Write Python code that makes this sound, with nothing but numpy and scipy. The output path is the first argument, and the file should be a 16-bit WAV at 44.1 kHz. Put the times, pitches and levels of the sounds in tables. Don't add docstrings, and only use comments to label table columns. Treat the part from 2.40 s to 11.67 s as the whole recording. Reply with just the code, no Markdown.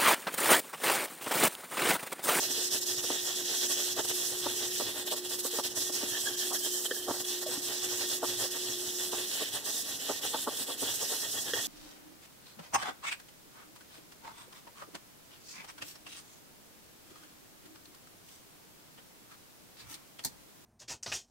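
import sys
import numpy as np
from scipy import signal
from scipy.fft import rfft, irfft, next_fast_len
from scipy.io import wavfile

SR = 44100
rng = np.random.default_rng(int(sys.argv[2]) if len(sys.argv) > 2 else 0)


def master_out(mix):
    frames = np.transpose(np.atleast_2d(mix))
    ceiling = np.clip(frames, -1, 1)
    pcm = np.round(ceiling * 32767).astype(np.int16)
    wavfile.write(sys.argv[1], SR, pcm)


N = 408807
TIME_S = np.arange(N) / SR
FREQS_HZ = np.maximum(np.arange(N // 2 + 1) * SR / N, 1)
TILT_START_S, TILT_LENGTH_S = 4.1, 0.595


def from_db(db):
    return 10 ** (np.asarray(db) / 20)


def rms_one(x):
    return x / np.sqrt(np.mean(x ** 2) + 1e-20)


def at_hz(points):
    hz, value = np.transpose(points)
    return np.interp(np.log(FREQS_HZ), np.log(hz), value)


def peak(hz, width_hz):
    return abs(1 / (1 + 1j * (FREQS_HZ ** 2 - hz ** 2) / (FREQS_HZ * width_hz)))


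def colour(x, response):
    size = next_fast_len(N, real=True)
    gains = np.interp(np.arange(size // 2 + 1) * SR / size, FREQS_HZ, response)
    return rms_one(irfft(rfft(x, size) * gains, size)[..., :N])


def resonate(x, hz, q):
    return signal.lfilter(*signal.iirpeak(hz, q, fs=SR), x)


def cut_below(x, hz):
    return signal.sosfilt(signal.butter(3, hz, "high", fs=SR, output="sos"), x + 1e-18)


def drift(rate_hz):
    knots = rng.standard_normal(40000)
    return np.sqrt(3 / 2) * np.interp(TIME_S * rate_hz * 2, np.arange(len(knots)), knots)


def grains(per_s, spread_db):
    clicks = (rng.random(N) < per_s / SR) * rng.choice([-1, 1], N)
    return rms_one(clicks * from_db(spread_db * np.minimum(rng.exponential(1, N), 4)))


def pair(mid, side, correlation):
    return np.sqrt(1 + correlation) * mid + np.sqrt(1 - correlation) * side * np.array([[1], [-1]])


def swell(peak_s, spread_s, lean=0):
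    out = np.zeros(N)
    span = slice(max(int((peak_s - 9 * spread_s) * SR), 0), int((peak_s + 12 * spread_s) * SR))
    t = TIME_S[span] - peak_s
    out[span] = np.exp(-(t / (2 * spread_s * (1 + lean * np.sign(t)))) ** 2)
    return out


def gate(start_s, length_s, attack_s, release_s):
    out = np.zeros(N)
    span = slice(max(int((start_s - 5 * attack_s) * SR), 0),
                 int((start_s + length_s + 5 * release_s) * SR))
    t = TIME_S[span] - start_s
    out[span] = (1 + np.tanh(t / attack_s)) * (1 + np.tanh((length_s - t) / release_s)) / 4
    return out


def strike(start_s, level_db, hz, t60_s):
    blows = np.full(N, 1e-18)
    blows[(np.atleast_1d(start_s) * SR).astype(int)] = from_db(level_db)
    radius, step_rad = np.exp(-np.log(1000) / (t60_s * SR)), 2 * np.pi * hz / SR
    return signal.lfilter([0, np.sin(step_rad)], [1, -2 * radius * np.cos(step_rad), radius ** 2], blows)


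def strokes(ends_db=-2.0):
    # start_s, length_s, scrape_db, push_db, rasp_offset_db
    stroke_rows = [(0, 0.079, -29.5, -45.5, -6), (0.077, 0.052, -34.5, -47.5, -4.5),
                   (0.103, 0.19, -33, -49.5, -3.5), (0.308, 0.083, -30.5, -45.5, -4.5),
                   (0.412, 0.03, -29.5, -62.0, -7), (0.459, 0.1, -31.5, -48, -6),
                   (0.561, 0.059, -34, -53, -5), (0.626, 0.036, -32, -44, -13), (0.66, 0.15, -33, -47, -3),
                   (0.813, 0.16, -33.5, -48.0, -5), (0.954, 0.093, -34, -52, -6),
                   (1.05, 0.16, -32.5, -49, -3), (1.208, 0.065, -29.5, -44, -5.5),
                   (1.286, 0.066, -30.5, -44.5, -5), (1.353, 0.1, -31, -46.5, -4),
                   (1.44, 0.1, -32.5, -50, -5.5), (1.557, 0.067, -34, -38.5, -4),
                   (1.635, 0.032, -33, -48.5, -7), (1.677, 0.058, -32, -45, -2),
                   (1.739, 0.17, -32, -52, -5.5), (1.879, 0.12, -36.5, -49, -5),
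                   (1.983, 0.19, -36.3, -47, -1.5), (2.167, 0.13, -34.5, -47, -2.5),
                   (2.307, 0.13, -34, -63, -1), (2.429, 0.1, -36, -46.5, -1),
                   (2.536, 0.1, -37.5, -45.5, -3.5), (2.663, 0.029, -32.5, -45, -7),
                   (2.707, 0.031, -32.5, -62, -1), (2.759, 0.038, -34.5, -48, -5),
                   (2.845, 0.03, -37.5, -52, -2.0), (2.895, 0.074, -34, -49, -8.5),
                   (2.983, 0.029, -35.5, -54, -3), (3.035, 0.056, -34.5, -45.5, -7.5),
                   (3.11, 0.1, -34.5, -49.5, -3.5), (3.237, 0.042, -31.5, -48, -0.5),
                   (3.3, 0.027, -38.5, -57.0, -6), (3.358, 0.039, -32.0, -44, -8.5),
                   (3.399, 0.044, -32.5, -48.5, -4.5), (3.446, 0.059, -37, -55, -3),
                   (3.525, 0.076, -33, -50.5, -3.5), (3.578, 0.13, -38, -48.5, 0.5),
                   (3.676, 0.15, -34.5, -50, -5), (3.805, 0.15, -34.5, -49, -7.5),
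                   (3.972, 0.14, -32, -52.5, -5.5), (4.13, 0.042, -30, -45, -10),
                   (4.184, 0.048, -34.5, -63.5, -10), (4.234, 0.059, -31.5, -47.5, -11),
                   (4.29, 0.15, -34, -59, -13), (4.438, 0.031, -32, -46.5, -7),
                   (4.488, 0.17, -38, -62, -10), (4.678, 0.12, -37, -45.5, -9),
                   (4.796, 0.029, -34, -49, -7), (4.846, 0.15, -34.5, -53, -3.5),
                   (5.012, 0.03, -36, -44, -6), (5.065, 0.14, -36.5, -47, -3),
                   (5.221, 0.19, -35.5, -49, -2.5), (5.412, 0.077, -35.5, -46, -2.5),
                   (5.489, 0.09, -35, -49, -0.5), (5.571, 0.1, -33.5, -46.5, -3),
                   (5.674, 0.11, -31.5, -48, -8), (5.829, 0.14, -36, -48, -2), (5.972, 0.11, -34, -42, -5),
                   (6.107, 0.1, -35, -49, -4.5), (6.214, 0.16, -36, -52, -3.5), (6.378, 0.16, -36, -55, -6),
                   (6.541, 0.16, -35, -51, -5.5), (6.716, 0.14, -35, -47, -1.5),
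                   (6.871, 0.17, -36.5, -51.5, -0.5), (6.991, 0.1, -41, -58, 7),
                   (7.124, 0.082, -39.5, -45, 2), (7.249, 0.076, -34.5, -44.5, -6.5),
                   (7.328, 0.1, -34.5, -56, -7), (7.443, 0.13, -38, -51.5, -3), (7.596, 0.2, -38.5, -52, 2),
                   (7.817, 0.068, -36, -43.5, -1), (7.888, 0.16, -36.5, -51, -2),
                   (8.075, 0.11, -42, -52, -3), (8.172, 0.068, -36, -48, -2),
                   (8.27, 0.076, -38.5, -65, 1.5), (8.382, 0.19, -34.5, -47.5, -3),
                   (8.578, 0.11, -35.5, -50.5, -2.5), (8.683, 0.1, -34, -44.5, -5.5),
                   (8.786, 0.12, -36.5, -50.5, -3.5), (8.913, 0.12, -33.5, -49, -9.5),
                   (9.044, 0.086, -37, -46.5, -5), (9.133, 0.091, -35, -43, -5.5),
                   (9.214, 0.074, -33, -55, -8)]
    scrape, rasp, push = from_db([[-46.5], [-46.5], [-57.5]]) ** 2 * np.ones(N)
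    for start_s, length_s, scrape_db, push_db, rasp_offset_db in stroke_rows:
        span = slice(max(int((start_s - length_s) * SR), 0), int((start_s + 2 * length_s) * SR))
        bearing = swell(start_s + 0.49 * length_s, spread_s=0.17 * length_s)[span]
        contact = gate(start_s, length_s, attack_s=0.0058, release_s=0.0097)[span]
        power = contact * (from_db(scrape_db) * (bearing + (1 - bearing) * from_db(ends_db))) ** 2
        scrape[span] += power
        rasp[span] += power * from_db(rasp_offset_db) ** 2
        push[span] += (from_db(push_db) * bearing) ** 2
    return np.sqrt(scrape), np.sqrt(rasp), np.sqrt(push)


def flicks():
    # freq_hz, correlation
    likeness = [(1500, 0.2), (1900, 0.3), (2650, 0.75), (3000, 0.5), (3300, 0.8), (3700, 0.78),
                (3950, 0.57), (4500, 0.12), (6000, 0.13), (15000, 0)]
    shared, left, right = [grains(per_s=11000, spread_db=2.0) for _ in range(3)]
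    correlation = np.clip(at_hz(likeness), .01, .99)
    parts = [(shared, correlation), (np.array([left, right]), 1 - correlation)]
    return sum(np.sqrt(share.mean()) * colour(x, np.sqrt(share)) for x, share in parts)


def steel():
    # freq_hz, width_hz, gain_db
    modes = [(272, 63, 11.3), (438, 130, 6.6), (621, 34, 3.6), (740, 200, 2.6), (920, 21, 4.6),
             (1134, 54, 6.3), (1850, 21, 10), (3160, 120, 1.3), (3346, 72, 3.5), (3560, 73, 1.7),
             (3170, 800, 2.1)]
    return from_db(sum(gain_db * peak(hz, width_hz) ** 2 for hz, width_hz, gain_db in modes))


def wall_ring(x, lift_db=1.0, swing_db=4.5):
    # freq_hz, width_hz
    modes = [(3060, 60), (3200, 64), (3340, 120), (3490, 88), (3640, 240)]
    ringing = sum(resonate(x, hz, hz / width_hz) * (from_db(lift_db + swing_db * np.tanh(drift(9))) - 1)
                  for hz, width_hz in modes)
    return rms_one(x + ringing)


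def shimmer(x, depth_db=2.5):
    out = x
    for hz in np.geomspace(3000, 12000, 9):
        gain = from_db(depth_db * np.tanh(drift(16)) - 0.37)
        out = out + resonate(x, hz, q=7) * (gain - 1)
    return out


def bristles(scrape, rasp, push, bend_exponent=0.32):
    # time_s, lift_db
    swish_curve = [(0, 4), (1.3, 4.5), (1.92, 1.5), (2.36, 2.5), (2.68, -2.5), (3.16, -4), (3.24, 3.5),
                   (3.5, 1), (3.96, 3), (4.48, -4), (4.84, 1), (5.3, 2), (6.7, 1.5), (7.16, -2), (7.7, 2),
                   (8.25, -5), (8.5, 0.5), (9.27, 2)]
    # freq_hz, gain_db
    hiss_spectrum = [(1000, -80), (2800, -30), (4400, -2.5), (4900, -3.5), (5300, -0.5), (6200, 0),
                     (6600, -0.5), (7100, -1.5), (8100, 0.5), (8900, -3), (10500, -4), (12500, -5.8),
                     (14200, -7), (15600, -9)]
    # freq_hz, gain_db
    rasp_spectrum = [(900, -65), (1500, -10), (1850, -4), (2050, -2.5), (2350, 2.5), (2650, -1.5),
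                     (2950, -2), (3250, -3), (3650, -4), (4150, -1.5), (4600, -8.5), (6500, -31.5)]
    lift = from_db(np.interp(TIME_S, *np.transpose(swish_curve)))
    clicks, tip_response = flicks(), from_db(at_hz(hiss_spectrum))
    hiss = colour(clicks, tip_response)
    swish = colour(clicks, tip_response * peak(5830, width_hz=2700) ** 2)
    tips = (hiss + 0.5 * (lift - 1) * swish) / lift ** 0.5 * from_db(drift(18) - 0.5)
    shafts = wall_ring(colour(clicks, from_db(at_hz(rasp_spectrum)) * steel()))
    shafts *= from_db(1.27 * drift(40) - 4.0)
    return shimmer(scrape * tips + rasp * rms_one(push) ** bend_exponent * shafts)


def rub(push):
    # freq_hz, gain_db
    spectrum = [(40, -44), (120, -27), (195, -17.5), (300, -5.5), (550, -2.5), (800, -4), (1100, -9.5),
                (1300, -9), (1700, -5), (2050, -2.5), (2600, -24), (5000, -45)]
    slips = pair(grains(2500, 2.87), rng.standard_normal(N), correlation=0.82)
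    return from_db(2.5) * push * colour(slips, from_db(at_hz(spectrum)) * steel())


def thuds(push, uneven_db=5.0, tilted_db=-9):
    bumps = pair(grains(300, 3.8), grains(330, 3.1), correlation=0.25)
    counter = colour(bumps, peak(112.3, width_hz=35) ** 1.3)
    tilted = gate(TILT_START_S, TILT_LENGTH_S, attack_s=.015, release_s=.015)
    gain_db = -63.0 + uneven_db * np.tanh(drift(5.4)) + tilted_db * tilted
    return from_db(gain_db) * rms_one(push) ** 0.76 * counter


def appliance(hum_hz=360.4, level_db=-47, end_s=6.91, fade_s=0.075, waver_rad=0.52, waver_db=1.83):
    running = np.clip((end_s - TIME_S) / fade_s, 0, 1)
    tone = np.sqrt(2) * np.sin(2 * np.pi * hum_hz * TIME_S + waver_rad * drift(5))
    return from_db(level_db + waver_db * drift(6)) * running * tone


def room(level_db=-55.0):
    # freq_hz, gain_db
    spectrum = [(20, -28), (40, -24), (52, -12), (70, -17), (114, -7.5), (155, -9), (205, -1.5), (270, 0),
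                (450, -0.5), (1000, -36), (4000, -47), (16000, -63)]
    air = pair(*rng.standard_normal((2, N)), correlation=0.3)
    return from_db(level_db) * colour(air, from_db(at_hz(spectrum)))


def plops(attack_s=0.0015, t60_s=0.078):
    # start_s, level_db, pitch_hz
    pockets = [(.178, -34, 448), (3.134, -33.5, 464), (5.063, -28.5, 618), (5.086, -33, 495),
               (5.175, -32, 283), (6.039, -35, 522), (8.208, -41, 268), (8.428, -35, 430),
               (8.718, -32, 440)]
    out = np.zeros(N)
    for start_s, level_db, pitch_hz in pockets:
        span = slice(int(start_s * SR) + 1, int((start_s + 2 * t60_s) * SR))
        t = TIME_S[span] - start_s
        envelope = (1 - np.exp(-t / attack_s)) * np.exp(-np.log(1000) * t / t60_s)
        out[span] += from_db(level_db) * envelope * np.sin(2 * np.pi * pitch_hz * t)
    return out


def knocks(pivot_hz=500):
    # start_s, level_db, hardness_db_per_octave
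    blows = [(0.7033, -23, -4), (1.5942, -27.5, 6), (2.0665, -25, -2), (2.401, -23.5, -2), (2.4115, -31, 2),
             (3.1878, -20, 1), (4.116, -36, 5), (4.7114, -20, -2), (5.829, -25.5, -7), (6.732, -28, 3),
             (7.698, -29, 0), (7.7051, -28, -2), (7.9464, -24.5, 6.5), (8.0742, -23.5, -2)]
    # freq_hz, gain_db, t60_s
    modes = [(302, -18, 0.019), (445, -5, 0.024), (606, -7.5, 0.022), (896, -8.5, 0.016),
             (1160, -12, 0.0056)]
    start_s, level_db, hardness = np.transpose(blows)
    rung = sum(strike(start_s, level_db + gain_db + hardness * np.log2(hz / pivot_hz), hz, t60_s)
               for hz, gain_db, t60_s in modes)
    return cut_below(rung, hz=266)


def squelches(top_hz=1400, lean=0.12):
    # middle_s, level_db, spread_s, pitch_hz
    clusters = [(.707,-34.5,0.0036,510), (1.58,-46,0.0061,1100), (1.6,-37,0.0044,750),
                (2.067,-32.5,0.0035,565), (2.412,-37,0.0077,500), (2.73,-38,0.0088,560),
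                (3.054,-36.5,0.004,487), (3.195,-35,0.005,750), (3.5,-39,0.0033,540),
                (3.634,-34.5,0.0032,328), (4.121,-41,0.0081,750), (4.69,-33.5,0.0068,650),
                (4.711,-31.5,0.0024,534), (5.839,-31.5,0.0067,700), (6.738,-39.5,0.0065,680),
                (7.019,-38.5,0.0077,370), (7.705,-32.5,0.0075,580), (7.949,-35.5,0.0066,850),
                (8.08,-31.5,0.0056,614), (8.3,-40,0.0092,594), (8.431,-36.5,0.0066,416),
                (8.623,-41,0.0085,530)]
    pops = pair(grains(2600, 0.41), grains(5000, 2.5), correlation=0.69)
    pops = colour(pops, steel() ** 0.99 / np.sqrt(1 + (FREQS_HZ / top_hz) ** 8))
    out = np.zeros((2, N))
    for middle_s, level_db, spread_s, pitch_hz in clusters:
        span = slice(int((middle_s - .06) * SR), int((middle_s + .06) * SR))
        envelope = swell(middle_s - lean * spread_s, spread_s, lean)[span]
        q = 1 / from_db(0.5 * (level_db + 31))
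        burst = resonate(pops[:, span] * envelope, pitch_hz, q)
        out[:, span] += from_db(level_db) * burst * np.sqrt(np.mean(envelope ** 2) / np.mean(burst ** 2))
    return from_db(1.1) * cut_below(out, hz=144)


def springs():
    # middle_s, spread_s, level_db
    releases = [(2.735, 0.005, -37), (3.06, .009, -41), (3.256, 0.0065, -45), (3.38, 0.011, -40),
                (5.137, 0.0065, -35.5), (7.02, .01, -40), (7.15, 0.01, -36), (8.208, 0.015, -39),
                (8.425, .013, -39)]
    clicks = np.array([grains(per_s=7000, spread_db=7.0) for _ in range(2)])
    envelope = sum(from_db(db) * swell(middle_s, spread_s) for middle_s, spread_s, db in releases)
    return envelope * colour(clicks, peak(8300, width_hz=1800) ** 2)


def singing_pan(low_width_hz=155, high_width_hz=90):
    # middle_s, spread_s, level_db, low_offset_db, low_hz, high_hz
    scrapes = [(3.70, .008, -44, -17, 1800, 3250), (3.757, 0.015, -39.5, -1.5, 1760, 3180),
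               (3.88, 0.01, -36.5, -1, 1660, 3290), (3.94, 0.022, -44, -9, 1679, 3160),
               (4.025, 0.013, -41.5, -4, 1720, 3140), (4.162, .0074, -42.5, -3, 1710, 3160),
               (4.258, .013, -36, -13, 1658, 3150), (4.36, 0.021, -45, -10, 1771, 3127),
               (4.562, .0072, -45, -3, 1700, 3150), (4.62, 0.032, -49, -10, 1740, 3150),
               (6.615, 0.011, -45, -2, 1820, 3493), (6.97, 0.0084, -41, -11, 1830, 3030),
               (8.84, .014, -46, 1, 1840, 3310), (8.98, 0.012, -43, -1, 1851, 3320),
               (9.09, 0.014, -43, -2, 1720, 3181), (9.178, 0.019, -42, 2, 1835, 3321)]
    slips = pair(grains(3000, 3.8), grains(3000, 2.3), correlation=0.44)
    out = np.zeros((2, N))
    for middle_s, spread_s, level_db, low_offset_db, low_hz, high_hz in scrapes:
        span = slice(int((middle_s - 9 * spread_s) * SR), int((middle_s + 9 * spread_s) * SR))
        envelope = swell(middle_s, spread_s)[span]
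        for hz, width_hz, offset_db in (low_hz, low_width_hz, low_offset_db), (high_hz, high_width_hz, 0):
            q = hz / width_hz
            sung = resonate(resonate(slips[:, span], hz, q), hz, q)
            out[:, span] += from_db(level_db + offset_db) * rms_one(sung) * envelope
    return out


def ticks():
    # start_s, level_db, weight_db, pitch_ratio
    blows = [(4.457, -28, -23, 1.02), (4.462, -25.5, -26, 0.99), (4.509, -36, 3, 1),
             (4.5122, -30.5, 7.5, 1), (4.520, -34.5, 6, 1), (9.1355, -25, 0, 1.045),
             (9.1398, -29, -10, 0.92)]
    # freq_hz, gain_db, t60_s, weight_share
    modes = [(460, 0.5, 0.037, 1), (1760, 1.5, 0.033, 0.7), (3143, -3.5, 0.046, 0),
             (3190, -12, 0.024, 0.44)]
    rung = sum(strike(start_s, level_db + gain_db + weight_share * weight_db, hz * pitch_ratio, t60_s)
               for start_s, level_db, weight_db, pitch_ratio in blows
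               for hz, gain_db, t60_s, weight_share in modes)
    return cut_below(rung, hz=303)


def set_down():
    return strike(TILT_START_S + TILT_LENGTH_S, level_db=-46.5, hz=103, t60_s=0.16)


def scene():
    scrape, rasp, push = strokes()
    brush = bristles(scrape, rasp, push) + rub(push) + springs()
    pan = thuds(push) + knocks() + singing_pan() + ticks() + set_down()
    return brush + pan + plops() + squelches() + appliance() + room()


def record(dry, notch_hz=2272.6, notch_width_hz=160, notch_db=24, cutoff_hz=15600):
    # freq_hz, share
    crossfeed = [(650, 0), (1050, 0.66), (3600, 0.72), (4500, 0.42), (5800, 0.23), (7500, 0.13),
                 (14000, 0.35)]
    # freq_hz, left_minus_right_db
    port_balance = [(100, 0), (450, -1.5), (800, -1.7), (1145, 0.5), (1600, -2.5), (2000, -1.7), (2290, 0),
                    (3500, -0.5), (4300, -1.2), (5300, -5), (6300, -3.5), (7300, -2.5), (9200, -1),
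                    (11000, -2.5), (13300, -5), (15000, -4.5)]
    # freq_hz, left_lead_rad
    port_lead = [(3800, 0), (4600, .5), (8100, 1.08), (11000, 1.4), (14100, 2.5), (15600, 1)]
    size = next_fast_len(N + 2000, real=True)
    hz = np.arange(size // 2 + 1) * SR / size
    share, balance_db, lead_rad = [np.interp(hz, FREQS_HZ, at_hz(table))
                                   for table in (crossfeed, port_balance, port_lead)]
    ports = rfft(dry, size)
    late = np.exp(-2j * np.pi * hz / notch_hz) * ports[::-1]
    wide = (ports - share * late) / np.sqrt(1 + share ** 2)
    sides = np.array([[.5], [-.5]])
    wide *= from_db(sides * balance_db) * np.exp(1j * sides * lead_rad)
    notch = from_db(-notch_db / (1 + ((hz - notch_hz) / notch_width_hz) ** 4))
    heard = irfft(wide - (1 - notch) * wide.mean(axis=0), size)[:, :N]
    return signal.sosfilt(signal.ellip(12, .1, 80, cutoff_hz, fs=SR, output="sos"), heard)


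dry = scene()
out = record(dry)
master_out(out)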